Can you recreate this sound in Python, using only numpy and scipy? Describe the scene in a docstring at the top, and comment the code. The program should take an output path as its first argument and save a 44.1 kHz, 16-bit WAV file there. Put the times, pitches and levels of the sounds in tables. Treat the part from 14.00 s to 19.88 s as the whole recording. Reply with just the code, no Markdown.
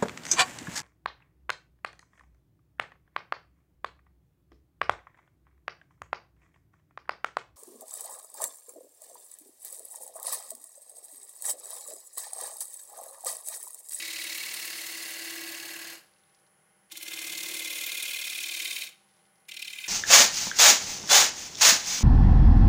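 """A gouge hollows a wooden bowl on a lathe in a small workshop, heard close up while the motor hums and its drive whines.
The first pass is already running: nearly the same ridges come round each turn and end grain comes twice a turn.
They ring gouge, bowl and rest, rough spots chatter and filtered noise hisses as shavings part. After about two seconds
the edge lifts and a few chips land. The second pass starts with small catches; in the next pause chips land again,
then a third pass runs to the end."""
import sys
import numpy as np
from scipy import signal
from scipy.fft import rfft, irfft, next_fast_len
from scipy.io import wavfile
from scipy.ndimage import uniform_filter1d, map_coordinates

SR = 44100
rng = np.random.default_rng(int(sys.argv[2]) if len(sys.argv) > 2 else 0)


def dump_mix(stems):
    """Bounce the given channels to the path in sys.argv[1] as a 16-bit WAV at rate SR."""
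    frames = np.atleast_2d(stems).T  # one column per channel
    limited = np.clip(frames, -1, 1)  # hard clip at full scale
    pcm = np.round(limited * 32767).astype(np.int16)
    wavfile.write(sys.argv[1], SR, pcm)


def convert_level_to_amplitude(level_db):
    """Map a level in decibels to its linear amplitude factor."""
    exponent = np.asarray(level_db, float) / 20
    return 10 ** exponent


N = 259308
TIME = np.arange(N) / SR
TURNS_PER_S = 18.45
SPINDLE = TURNS_PER_S * TIME  # turns of the lathe so far


def level(x, db):
    """Scale to an rms level."""
    return x * convert_level_to_amplitude(db) / np.sqrt(np.mean(x ** 2))


def colour(x, points):
    """Filter by (f/Hz, level/dB) points, to rms 1."""
    hz, db = np.transpose(points)
    size = next_fast_len(N)
    axis = np.log(np.arange(size // 2 + 1) * SR / size + 1)
    curve_db = np.interp(axis, np.log(hz), db)
    return level(irfft(rfft(x, size) * convert_level_to_amplitude(curve_db), size)[:N], 0)


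def ring(x, hz, width_hz):
    """One resonance, gain 1 at its centre."""
    return signal.lfilter(*signal.iirpeak(hz, hz / width_hz, fs=SR), x)


def walk(rate, size=N):
    """Smooth chance that changes about rate times a second, spread 1."""
    k = int(SR / rate)
    return level(uniform_filter1d(uniform_filter1d(rng.standard_normal(size), k), k), 0)


def drift(rate, time):
    """Slow chance: random points rate times a second, joined by lines."""
    points = rng.standard_normal(400)
    return np.interp(time * rate, np.arange(len(points)), points)


def swell(time, start, end):
    """Rises soon after start, dies away near end."""
    return np.abs(np.sin(np.pi * np.clip((time - start) / (end - start), 0, 1))) ** .4


def snaps(rate, decay_s):
    """Fibres parting: sudden rises that fade, mean 0 and spread 1."""
    kicks = (rng.random(N) < rate / SR) * rng.random(N)
    fading = signal.lfilter([1], [1, -np.exp(-1 / (decay_s * SR))], kicks)
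    return level(fading - fading.mean(), 0)


def ticks(rows, decay_s, width):
    """Each (t/s, peak level/dB, f/Hz) row is a tick with a short dry rattle; width is a share of f."""
    out, t = np.zeros(N), np.arange(600) / SR
    for (s, db, hz), noise in zip(rows, rng.standard_normal((len(rows), len(t)))):
        tick = ring(ring(noise * np.exp(-t / decay_s), hz, width * hz), hz, width * hz)
        i = int(s * SR)
        out[i:i + len(t)] += convert_level_to_amplitude(db) * tick / np.abs(tick).max()
    return out


def shop_noise():
    """The steady noise of the workshop: coloured chance whose level wavers slightly."""
    # colour of the workshop noise: [f/Hz, level per Hz/dB, shape only]
    shop = [(15, -66), (25, -33), (179, -2.5), (248, -17), (486, -7.5), (654, -13), (800, -10.5),
            (2090, -12), (2460, -16.5), (2800, -18), (3100, -16), (3500, -24.5), (5500, -22.5),
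            (8500, -23.5), (9500, -16.5), (10100, -17.5), (11000, -21), (12100, -27), (16500, -28)]
    return level(convert_level_to_amplitude(0.14 * walk(26)) * colour(rng.standard_normal(N), shop), -69)


def tones(lines, waver_db):
    """Steady (f/Hz, level/dB) tones whose loudness wavers a little."""
    out = 0
    for hz, db in lines:
        gain = np.sqrt(2) * convert_level_to_amplitude(db + waver_db * drift(15.0, TIME))
        out = out + gain * np.sin(2 * np.pi * (hz * TIME + rng.random()))
    return out


def motor_hum():
    """The running motor hums on a few fixed tones."""
    # tones of the motor: [f/Hz, rms level before wavering/dB]
    motor = [(199.2, -81.5), (349.9, -86), (602.9, -83.5), (775.2, -80.5), (802.1, -82), (1114, -87),
             (1475, -83), (1545, -101), (2078, -86)]
    return tones(motor, 2.1)


def drive_whine():
    """The drive switches fast; the motor current puts side tones around its switching tone."""
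    # tones around the switching tone: [distance/multiples of the current's f, rms level before wavering/dB]
    drive = [(-9, -89.9), (-5.5, -90.8), (-3, -81.4), (-1, -82.5), (0, -86.6), (1, -80.6), (3, -79.1),
             (5, -85.9), (6, -88.8), (11, -85.7), (13, -85.4), (15, -77.3)]
    switch_hz, current_hz = 10000, 44.48
    return tones([(switch_hz + k * current_hz, db) for k, db in drive], 0.98)


def contact_db():
    """The edge bites at once, lifts ever faster and grazes a moment longer; silent between passes."""
    # the passes: [edge touches t/s, lift begins t/s]
    touches = [(-1, 1.92), (2.9, 4.83), (5.474, 6)]
    # each lift: [fall in its first tenth of a second/dB, level of the graze that lingers/dB]
    lifts = [(21, -23), (26, -45), (26, -45)]
    touch_s, touch_db = .016, -24
    graze_db_per_s, graze_s = 90, .2
    gain = 0
    for (touch, lift), (fall_db, graze_db) in zip(touches, lifts):
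        after = np.maximum(TIME - lift, 0)
        bite = convert_level_to_amplitude(touch_db * np.clip(1 - (TIME - touch) / touch_s, 0, 1)) * (TIME > touch)
        graze = convert_level_to_amplitude(graze_db - graze_db_per_s * after) * np.clip(1 - after / graze_s, 0, 1)
        gain = gain + bite * np.maximum(convert_level_to_amplitude(-fall_db * (10 * after) ** 1.5), graze)
    return 20 * np.log10(gain + 1e-9)


def passes(*names, follows=0.83):
    """The hand's pressure as a gain, named columns added; follows < 1 lets a heavy part outlast the lift."""
    # how the hand leans: [t/s, cutting gain/dB, shaving hiss gain over cutting/dB, bowl rumble gain/dB]
    hand = [(0, -39, -1, -53.5), (.55, -41, 2.5, -49), (1, -42, 2.5, -51.5), (1.45, -42, 0.5, -52),
            (1.92, -42, -3, -54.5), (2.92, -50, 2.5, -69), (2.98, -48.5, 4, -66), (3.15, -42, 1.5, -52),
            (3.45, -42, 5, -50.5), (3.801, -40.5, 3.5, -55), (4.1, -39.5, 2.5, -56), (4.351, -39, 0, -56.5),
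            (4.65, -36.5, -2, -56), (4.83, -38, -1.5, -56.5), (5.49, -44, -11.5, -76), (5.6, -40, -10, -79),
            (5.76, -40.5, -7.5, -62), (5.88, -38.5, -8, -59)]
    s, *columns = np.transpose(hand)
    by_name = dict(zip(("cut", "hiss", "rumble"), columns))
    contact = contact_db()
    lean_db = np.interp(TIME, s, sum(by_name[name] for name in names))
    return convert_level_to_amplitude(lean_db + follows * contact) * (contact > -60)


def surface(turns, keep, rate):
    """Chance wound round the bowl: each turn keeps most of what the last one left."""
    cells, count = 2400, int(turns.max()) + 30  # cells in a turn, number of turns
    fresh = walk(rate, size=cells * count).reshape(count, cells)
    wound = signal.lfilter([np.sqrt(1 - keep ** 2)], [1, -keep], fresh, axis=0).ravel()
    return map_coordinates(wound, [(turns + 25) * cells], order=3)


def spot(turns, at):
    """A bump once a turn."""
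    width_turns = 0.068
    return np.exp(-.5 * (((turns - at + .5) % 1 - .5) / width_turns) ** 2)


def wood():
    """The turning wood: where the edge is, how grain and torn spots swell the cut, how much repeats."""
    # the grain as the edge meets it, strengths before later scaling: [t/s, lead of the edge/turns,
    # end grain throb/dB, bowl out of true/dB, first torn spot/dB, second torn spot/dB, share that repeats/0-1]
    grain = [(0, -0.00064, 2.5, -1.3, 5.5, -4, 0.9), (0.899, -0.017, 1.5, 1, 1, 0, 0.86),
             (1.953, -0.12, 2.5, 0, -2.5, 1, 0), (2.949, 0.063, 3.5, 8, -19.5, 7, 0.44),
             (3.3, 0.11, 3, -2.5, 4, 1.5, 1), (3.9, 0.12, 3.5, 0.5, -7.5, 0.5, 0.95),
             (4.501, .17, 3.5, 0.5, 4.5, 7, 0.5), (4.899, 0.18, 1.5, -2.5, 11.5, -11, 0.8),
             (5.474, 0.24, 7, -8, 4, 7, 0.3), (5.51, 0.21, 7.5, -2.5, 14, 9, 0.2),
             (5.571, 0.24, 8, 0.5, 12, 2, 0.4), (5.648, 0.25, 5, 0, 16, 9, 0.2),
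             (5.88, 0.29, 0, -3, 9, -6, 0.46)]
    s, *columns = np.transpose(grain)
    lead, throb_db, true_db, first_db, second_db, repeat = (np.interp(TIME, s, c) for c in columns)
    turns = SPINDLE + lead
    half = 4 * np.pi * turns
    # end grain bites fast and lets go slowly
    throb = throb_db * (np.cos(half) + .3 * np.cos(2 * half + 1.1))
    grain_db = throb + true_db * np.cos(half / 2)
    torn_db = first_db * spot(turns, 0.07) + second_db * spot(turns, 0.63)
    hard_db = 1.7 * surface(turns, .99, 300)  # harder and softer growth rings
    return turns, grain_db, torn_db, hard_db, repeat


def modes_ringing(ridges, fibres, bite, torn_db, repeat):
    """Repeating ridges and fresh fibres ring the modes of gouge and bowl, more or less by where the edge touches."""
    # modes of gouge and bowl: [f/Hz, width/Hz, then relative level/dB at each of five places]
    modes = [(137, 14, -17.5, -10.5, -8, -44, -22), (249, 19, -35, -9, 1, -35, -25),
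             (497, 8.7, -29, -11, -1, -9, -35), (584, 9.5, 0.5, 4, 7.5, -5.5, -8),
             (701, 35, -22, -4.5, -10, -15, -22), (844, 16, -11, 0, 1, -31, -26),
             (1093, 32, -9, -1.5, -3.5, -8.5, -17), (1405, 18, 0.5, 2, 8, -2, 1),
             (1650, 137, -8, 2, -5.5, -5, -2.5), (1972, 80, 6, 6.5, -19, -3, -1),
             (2074.5, 33, 0, 5.5, 15.5, 3, 9), (2224, 27.5, 7.5, 6.5, 13, 4, 2),
             (2350, 120, -4, -0.5, 6.5, 5.5, 10), (2494, 172, 2.5, 1, 11, 5.5, 10),
             (2803, 224, 0, -0.5, 6.5, -2, 2), (3105, 67, -5, -2, 11.5, 3, -2),
             (3475, 60, -5, -13, 11.5, -6, 3.5), (3675, 53, -3, -13, 9.5, 1.5, 4),
             (3850, 110, 2.5, -36, -12, 2.5, -3), (4178, 37, 7.5, 2, 6, 3, -1), (4390, 68, 5, 3, 5, 1, 1),
             (4746, 42, 6, 3.5, -18, 2, 1), (5156, 92, 2, -0.5, -20, -5, -4), (5510, 105, 1, -8, 8, -1, -8),
             (6110, 95, -3, -14, -21, -8, -7), (6710, 130, -4, -3, 4, -1.5, -7),
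             (7150, 130, 0, -39, -4, -5, -1.5), (7600, 49, -9, -6, -37, -10, -30),
             (8370, 180, -0.5, -11, -21, -2.5, -7), (9190, 79, -1, -4, 10, -2, -2),
             (12500, 210, -6, -3, 4, -8, -15)]
    # where the edge touches: [t/s, place/0-4]
    touched = [(.3, 0), (1.6, 1), (2.5, 1), (2.6, 2), (3.6, 2), (4.5, 3), (5.2, 3), (5.3, 4)]
    low_repeat = .45  # slow low modes blur the ridges: part of the repeating share they feel
    crackle_per_s, crackle_db = 45, -2.5  # splinters pinging each bright mode; bite sets how many
    place = np.interp(TIME, *np.transpose(touched))
    body, power = 0, 0
    for k, (hz, width_hz, *db) in enumerate(modes):
        share = np.clip(repeat, 0, 1) / (1 + (hz / 4600) ** 4)  # fine ridges do not survive a turn
        share = share * (low_repeat if hz < 1800 else 1)
        force = np.sqrt(share) * ridges + np.sqrt(1 - share) * fibres
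        if hz < 1800:  # the heavy low modes barely feel the torn spots
            force = force * convert_level_to_amplitude(-.7 * torn_db)
        if hz > 2700:
            splinters = rng.random(N) < crackle_per_s / SR * bite ** 2
            force = force + convert_level_to_amplitude(crackle_db) * np.sqrt(SR / crackle_per_s) * splinters
        gain = convert_level_to_amplitude(np.interp(place, np.arange(len(db)), db))
        body = body + (-1) ** k * gain * ring(force, hz, width_hz)
        power = power + gain ** 2 * width_hz * np.pi / SR * (hz < 4600)
    return convert_level_to_amplitude(-4.0) * body / np.sqrt(power)


def chatter(turns):
    """Rough spots: bursts of a few modes and a dry scrape at the same angle every turn, each a little different."""
    # rough spots: [from t/s, to t/s, angle/turns, list of modes (f/Hz, level over cutting/dB)]
    rough = [(-.4, .9, .655, [(2235, 7)]), (.25, .75, .095, [(2820, .5)]), (-.3, .9, .97, [(1985, 1),
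             (3950, -2)]), (-.3, .6, .075, [(2570, -1), (3110, -3)]), (.3, 1.25, .58, [(2080, 1)]),
             (.2, 1.8, .47, [(2780, 1)]), (-.4, 1, .5, [(6650, -4), (7660, -6)]),
             (.8, 1.55, .66, [(1985, 1), (4480, -3)]), (.8, 2, .025, [(6550, -2), (7580, -7)]),
             (.9, 1.95, .085, [(1700, 2)]), (.9, 1.95, .18, [(2000, 1)]), (1.3, 1.95, .44, [(2590, -1),
             (6370, -6)]), (2.93, 3.2, .63, [(1655, -4), (2080, -1), (2420, -1), (3020, -1)]),
             (2.8, 4.4, .93, [(2100, 1.5)]), (2.95, 3.6, .96, [(3380, 2), (4330, -2)]),
             (2.9, 3.55, .005, [(4130, -2), (5720, -3), (7660, -2)]), (2.9, 4.4, .99, [(6550, -3)]),
             (2.85, 4.85, .07, [(2075, 3.5)]), (2.95, 4.4, .445, [(2470, -1)]), (3.1, 4, .44, [(5450, -6),
             (6970, -4)]), (3.45, 4.5, .46, [(3400, 6.5)]), (4.35, 4.92, .45, [(3550, 1)]),
             (3.8, 4.4, .41, [(3790, 0)]), (3.5, 4.7, .61, [(2430, 4.5)]), (3.2, 4.97, .125, [(2570, 2)]),
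             (3.4, 4.9, .045, [(4050, -2)]), (3.85, 4.5, .15, [(2460, 1), (3110, 1)]),
             (4.25, 5.1, .15, [(2470, 4), (3110, 3.5), (3660, 0)]), (5.4, 6.1, .08, [(2500, 4.5), (3090, 5),
             (3700, 0)]), (5.4, 5.74, .985, [(2780, 2), (3960, -2), (5380, -2)]),
             (5.3, 6.1, .585, [(2400, 1)]), (5.5, 5.74, .48, [(4150, -1), (5380, -7)])]
    rise_s, fall_s = .0024, .0032
    scrape_hz, scrape_width_hz = 3570, 3300
    out = np.zeros(N)
    scrape = ring(rng.standard_normal(N), scrape_hz, scrape_width_hz)
    scrape = level(ring(scrape, scrape_hz, scrape_width_hz), -8.5)
    for start, end, at, modes in rough:
        now = slice(max(int(start * SR), 0), int(end * SR))
        since = ((turns[now] - at + .5) % 1 - .5) / TURNS_PER_S
        burst = np.exp(-.5 * (since / np.where(since < 0, rise_s, fall_s)) ** 2)
        uneven = convert_level_to_amplitude(1.3 * drift(18, TIME[now])) * swell(TIME[now], start, end)
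        rung = 0
        for hz, db in modes:
            wobble = 1.1 * drift(60, TIME[now])
            rung = rung + convert_level_to_amplitude(db) * np.sin(2 * np.pi * hz * since + wobble)
        out[now] += uneven * burst * (rung + scrape[now])
    return out


def shaving_hiss(grain_db, torn_db, hard_db):
    """Shavings tear off: noise in four bands, each flickering by itself as fibres part."""
    # coarse to fine fibres part on their own: [from f/Hz, to f/Hz]
    bands = [(800, 4500), (4500, 8000), (8000, 12000), (12000, 20000)]
    # colour of the hiss: [f/Hz, level per Hz/dB, shape only]
    shaving = [(1200, -50), (1900, -13.5), (4000, 2.5), (5060, -5), (6090, -1), (7570, -1), (10000, -1),
               (13000, -3), (16500, -1.5)]
    tearing = convert_level_to_amplitude(1.0 * grain_db + 0.28 * torn_db + 0.037 * hard_db + 0.6 * snaps(320, 0.0038))
    parting = 0
    for band in bands:
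        noise = signal.lfilter(*signal.butter(2, band, "band", fs=SR), rng.standard_normal(N))
        parting = parting + convert_level_to_amplitude(2.06 * snaps(200, 0.0042)) * noise
    return level(tearing * colour(parting, shaving), 0.087) * passes("cut", "hiss", follows=1.02)


def bowl_rumble(ridges, fibres, torn_db):
    """Ridges and fibres shake the heavy bowl, which rumbles on a little as the edge lifts."""
    # colour of the rumble: [f/Hz, level per Hz/dB, shape only]
    rumble = [(60, -80), (110, -27.5), (200, -18), (420, -13), (845, -13), (1340, -12.5), (1700, -7.5),
              (2600, -21)]
    shaking = (ridges + 1.7 * fibres) * convert_level_to_amplitude(-.7 * torn_db)
    return level(colour(shaking, rumble), -1.13) * passes("rumble", follows=0.34)


def tool_rest(turns, ridges, fibres):
    """The rest rings on one multiple of the turn and its neighbours, so it beats; the same ridges shake it."""
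    # ring of the rest, one table a pass: [t/s, level before the last gain/dB]
    rest = [
        [(0, -63), (.1, -59), (.38, -59), (.52, -66), (.7, -57), (.86, -60), (1, -53), (1.4, -50),
         (1.95, -53.5), (2.08, -83)],
        [(2.9, -79), (2.93, -62.5), (3.15, -60.5), (3.35, -56), (3.52, -54), (3.85, -56), (4.25, -69),
         (4.55, -62), (4.75, -64), (4.87, -74), (4.95, -87)],
        [(5.49, -80), (5.55, -72), (5.88, -77)],
    ]
    # beating once a turn: [t/s, share of the side rings, loudest angle/turns]
    beat = [(0, .65, .8), (.3, .9, .84), (.55, .3, .8), (.75, .5, .76), (1, .25, .64), (1.4, .4, .6),
            (1.9, .25, .45), (2.9, 1, .2), (3.15, 1, .21), (3.35, .8, .24), (3.52, .2, .12), (3.7, .1, -.2),
            (4, .4, -.36), (4.6, .5, -.52), (5.5, .5, -.32)]
    shaken = level(ring(ridges + .3 * fibres, 331, 14), -12)
    s, depth, at = np.transpose(beat)
    middle = 2 * np.pi * 18 * SPINDLE
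    lower = middle - 2 * np.pi * (turns - np.interp(TIME, s, at))
    beside = .65 * np.sin(lower) + .35 * np.sin(2 * middle - lower)  # one multiple lower, faintly one higher
    main = np.sin(middle) * convert_level_to_amplitude(1.2 * walk(8))
    sides = np.interp(TIME, s, depth) * beside * convert_level_to_amplitude(1.0 * walk(6))
    steady = np.sqrt(2) * (main + sides)
    ringing = sum(convert_level_to_amplitude(np.interp(TIME, *np.transpose(c), -200, -200)) for c in rest)
    # the shaking swells less than the tone
    return (steady * ringing + shaken * np.sqrt(ringing * convert_level_to_amplitude(-56))) * convert_level_to_amplitude(-1.5)


def bowl_hum():
    """The bowl hums on multiples of the turn while the cut is deep."""
    # the hums: [multiple of the turn, from t/s, to t/s, rms level before wavering and swell/dB]
    hums = [(20, .4, 2, -72), (16, 1.2, 1.95, -73), (16, 3.1, 3.9, -70), (14, 3, 4.2, -72),
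            (26, 3.2, 4.2, -65.5), (31, 3.05, 4.1, -65.5), (20, 3, 4.1, -68), (9, 3, 3.6, -74)]
    out = 0
    for k, start, end, db in hums:
        gain = np.sqrt(2) * convert_level_to_amplitude(db + 4.2 * drift(7.1, TIME)) * swell(TIME, start, end)
        out = out + gain * np.sin(2 * np.pi * (k * SPINDLE + rng.random()))
    return out


def catches():
    """The edge catches in the wood: short dry ticks."""
    # the catches: [t/s, peak level/dB, f/Hz]
    caught = [(2.9, -51, 3500), (2.914, -43, 2100), (2.9555, -35.5, 2800), (3.1175, -29, 2700),
              (3.9185, -23.5, 3200)]
    return ticks(caught, 0.0013, 0.75)


def gouge():
    """Ridges and fresh fibres drive all sounds of the cut; end grain swells it twice a turn."""
    turns, grain_db, torn_db, hard_db, repeat = wood()
    bite = convert_level_to_amplitude(.85 * grain_db + torn_db + hard_db)
    bite = bite / np.sqrt(uniform_filter1d(bite ** 2, int(3 * SR / TURNS_PER_S)))  # even over three turns
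    ridges = bite * surface(turns, 0.945, 20000)
    fibres = bite * rng.standard_normal(N)
    cut = passes("cut") * (modes_ringing(ridges, fibres, bite, torn_db, repeat) + chatter(turns))
    hiss = shaving_hiss(grain_db, torn_db, hard_db)
    rumble = bowl_rumble(ridges, fibres, torn_db)
    rest = tool_rest(turns, ridges, fibres)
    return cut + hiss + rumble + rest + bowl_hum() + catches()


def chips():
    """Crumbs trickle down during each pass and for a while after; single chips land in the pauses."""
    # chips landing: [t/s, peak level/dB, f/Hz]
    landing = [(2.068, -58, 5000), (2.112, -63, 11000), (2.1366, -60, 4200), (2.162, -61, 2600),
               (2.1845, -61, 5600), (2.194, -63, 5600), (2.2359, -58, 3400), (2.237, -65, 13000),
               (2.295, -63, 4500), (2.3467, -54.5, 5400), (2.388, -63, 4500), (2.388, -65, 13500),
               (2.398, -62, 8000), (2.4649, -60, 4400), (2.473, -65, 6000), (5.1, -62, 3500),
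               (5.138, -64, 6500), (5.152, -63, 3500), (5.167, -62, 5500), (5.191, -62, 3600),
               (5.254, -60, 3100), (5.263, -65, 6000), (5.356, -63, 4800), (5.356, -66, 13000),
               (5.381, -64, 5000), (5.402, -63, 4500), (5.402, -65, 12500), (5.452, -63, 3500)]
    falling = uniform_filter1d(passes("cut"), int(.6 * SR), origin=int(.29 * SR))
    crumbs = (rng.random(N) < 1100 / SR) * convert_level_to_amplitude(3 * rng.standard_normal(N)) * falling
    trickle = convert_level_to_amplitude(-9.5) * ring(ring(crumbs, 3700, 5100), 3400, 4300)
    return ticks(landing, 0.005, 0.67) + trickle


def room(x):
    """A short decaying tail, duller than the direct sound."""
    t60_s, tail_db = .32, -16
    t = np.arange(int(.6 * SR)) / SR
    tail = rng.standard_normal(len(t)) * np.exp(-np.log(1000) * t / t60_s) * (t > .006)
    tail = signal.lfilter(*signal.butter(1, [600, 6000], "band", fs=SR), tail)
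    return x + convert_level_to_amplitude(tail_db) * signal.fftconvolve(x, tail / np.sqrt(np.sum(tail ** 2)))[:N]


def scene():
    """Cutting and chips in the room over the running lathe."""
    # the small bowl gives off no deep bass
    cutting = signal.lfilter(*signal.butter(2, 80, "high", fs=SR), gouge())
    lathe = motor_hum() + drive_whine()
    return (room(cutting + chips()) + shop_noise() + lathe)[None]


def band_limit(x):
    """A steep low-pass at the top of the band."""
    return signal.sosfilt(signal.butter(12, 16750, fs=SR, output="sos"), x)


def record(dry):
    """The phone cuts the treble above 15800 Hz steeply."""
    top = signal.ellip(10, .2, 70, 15800, fs=SR, output="sos")
    mix = signal.sosfilt(top, dry)
    return band_limit(mix)


dry = scene()
out = record(dry)
dump_mix(out)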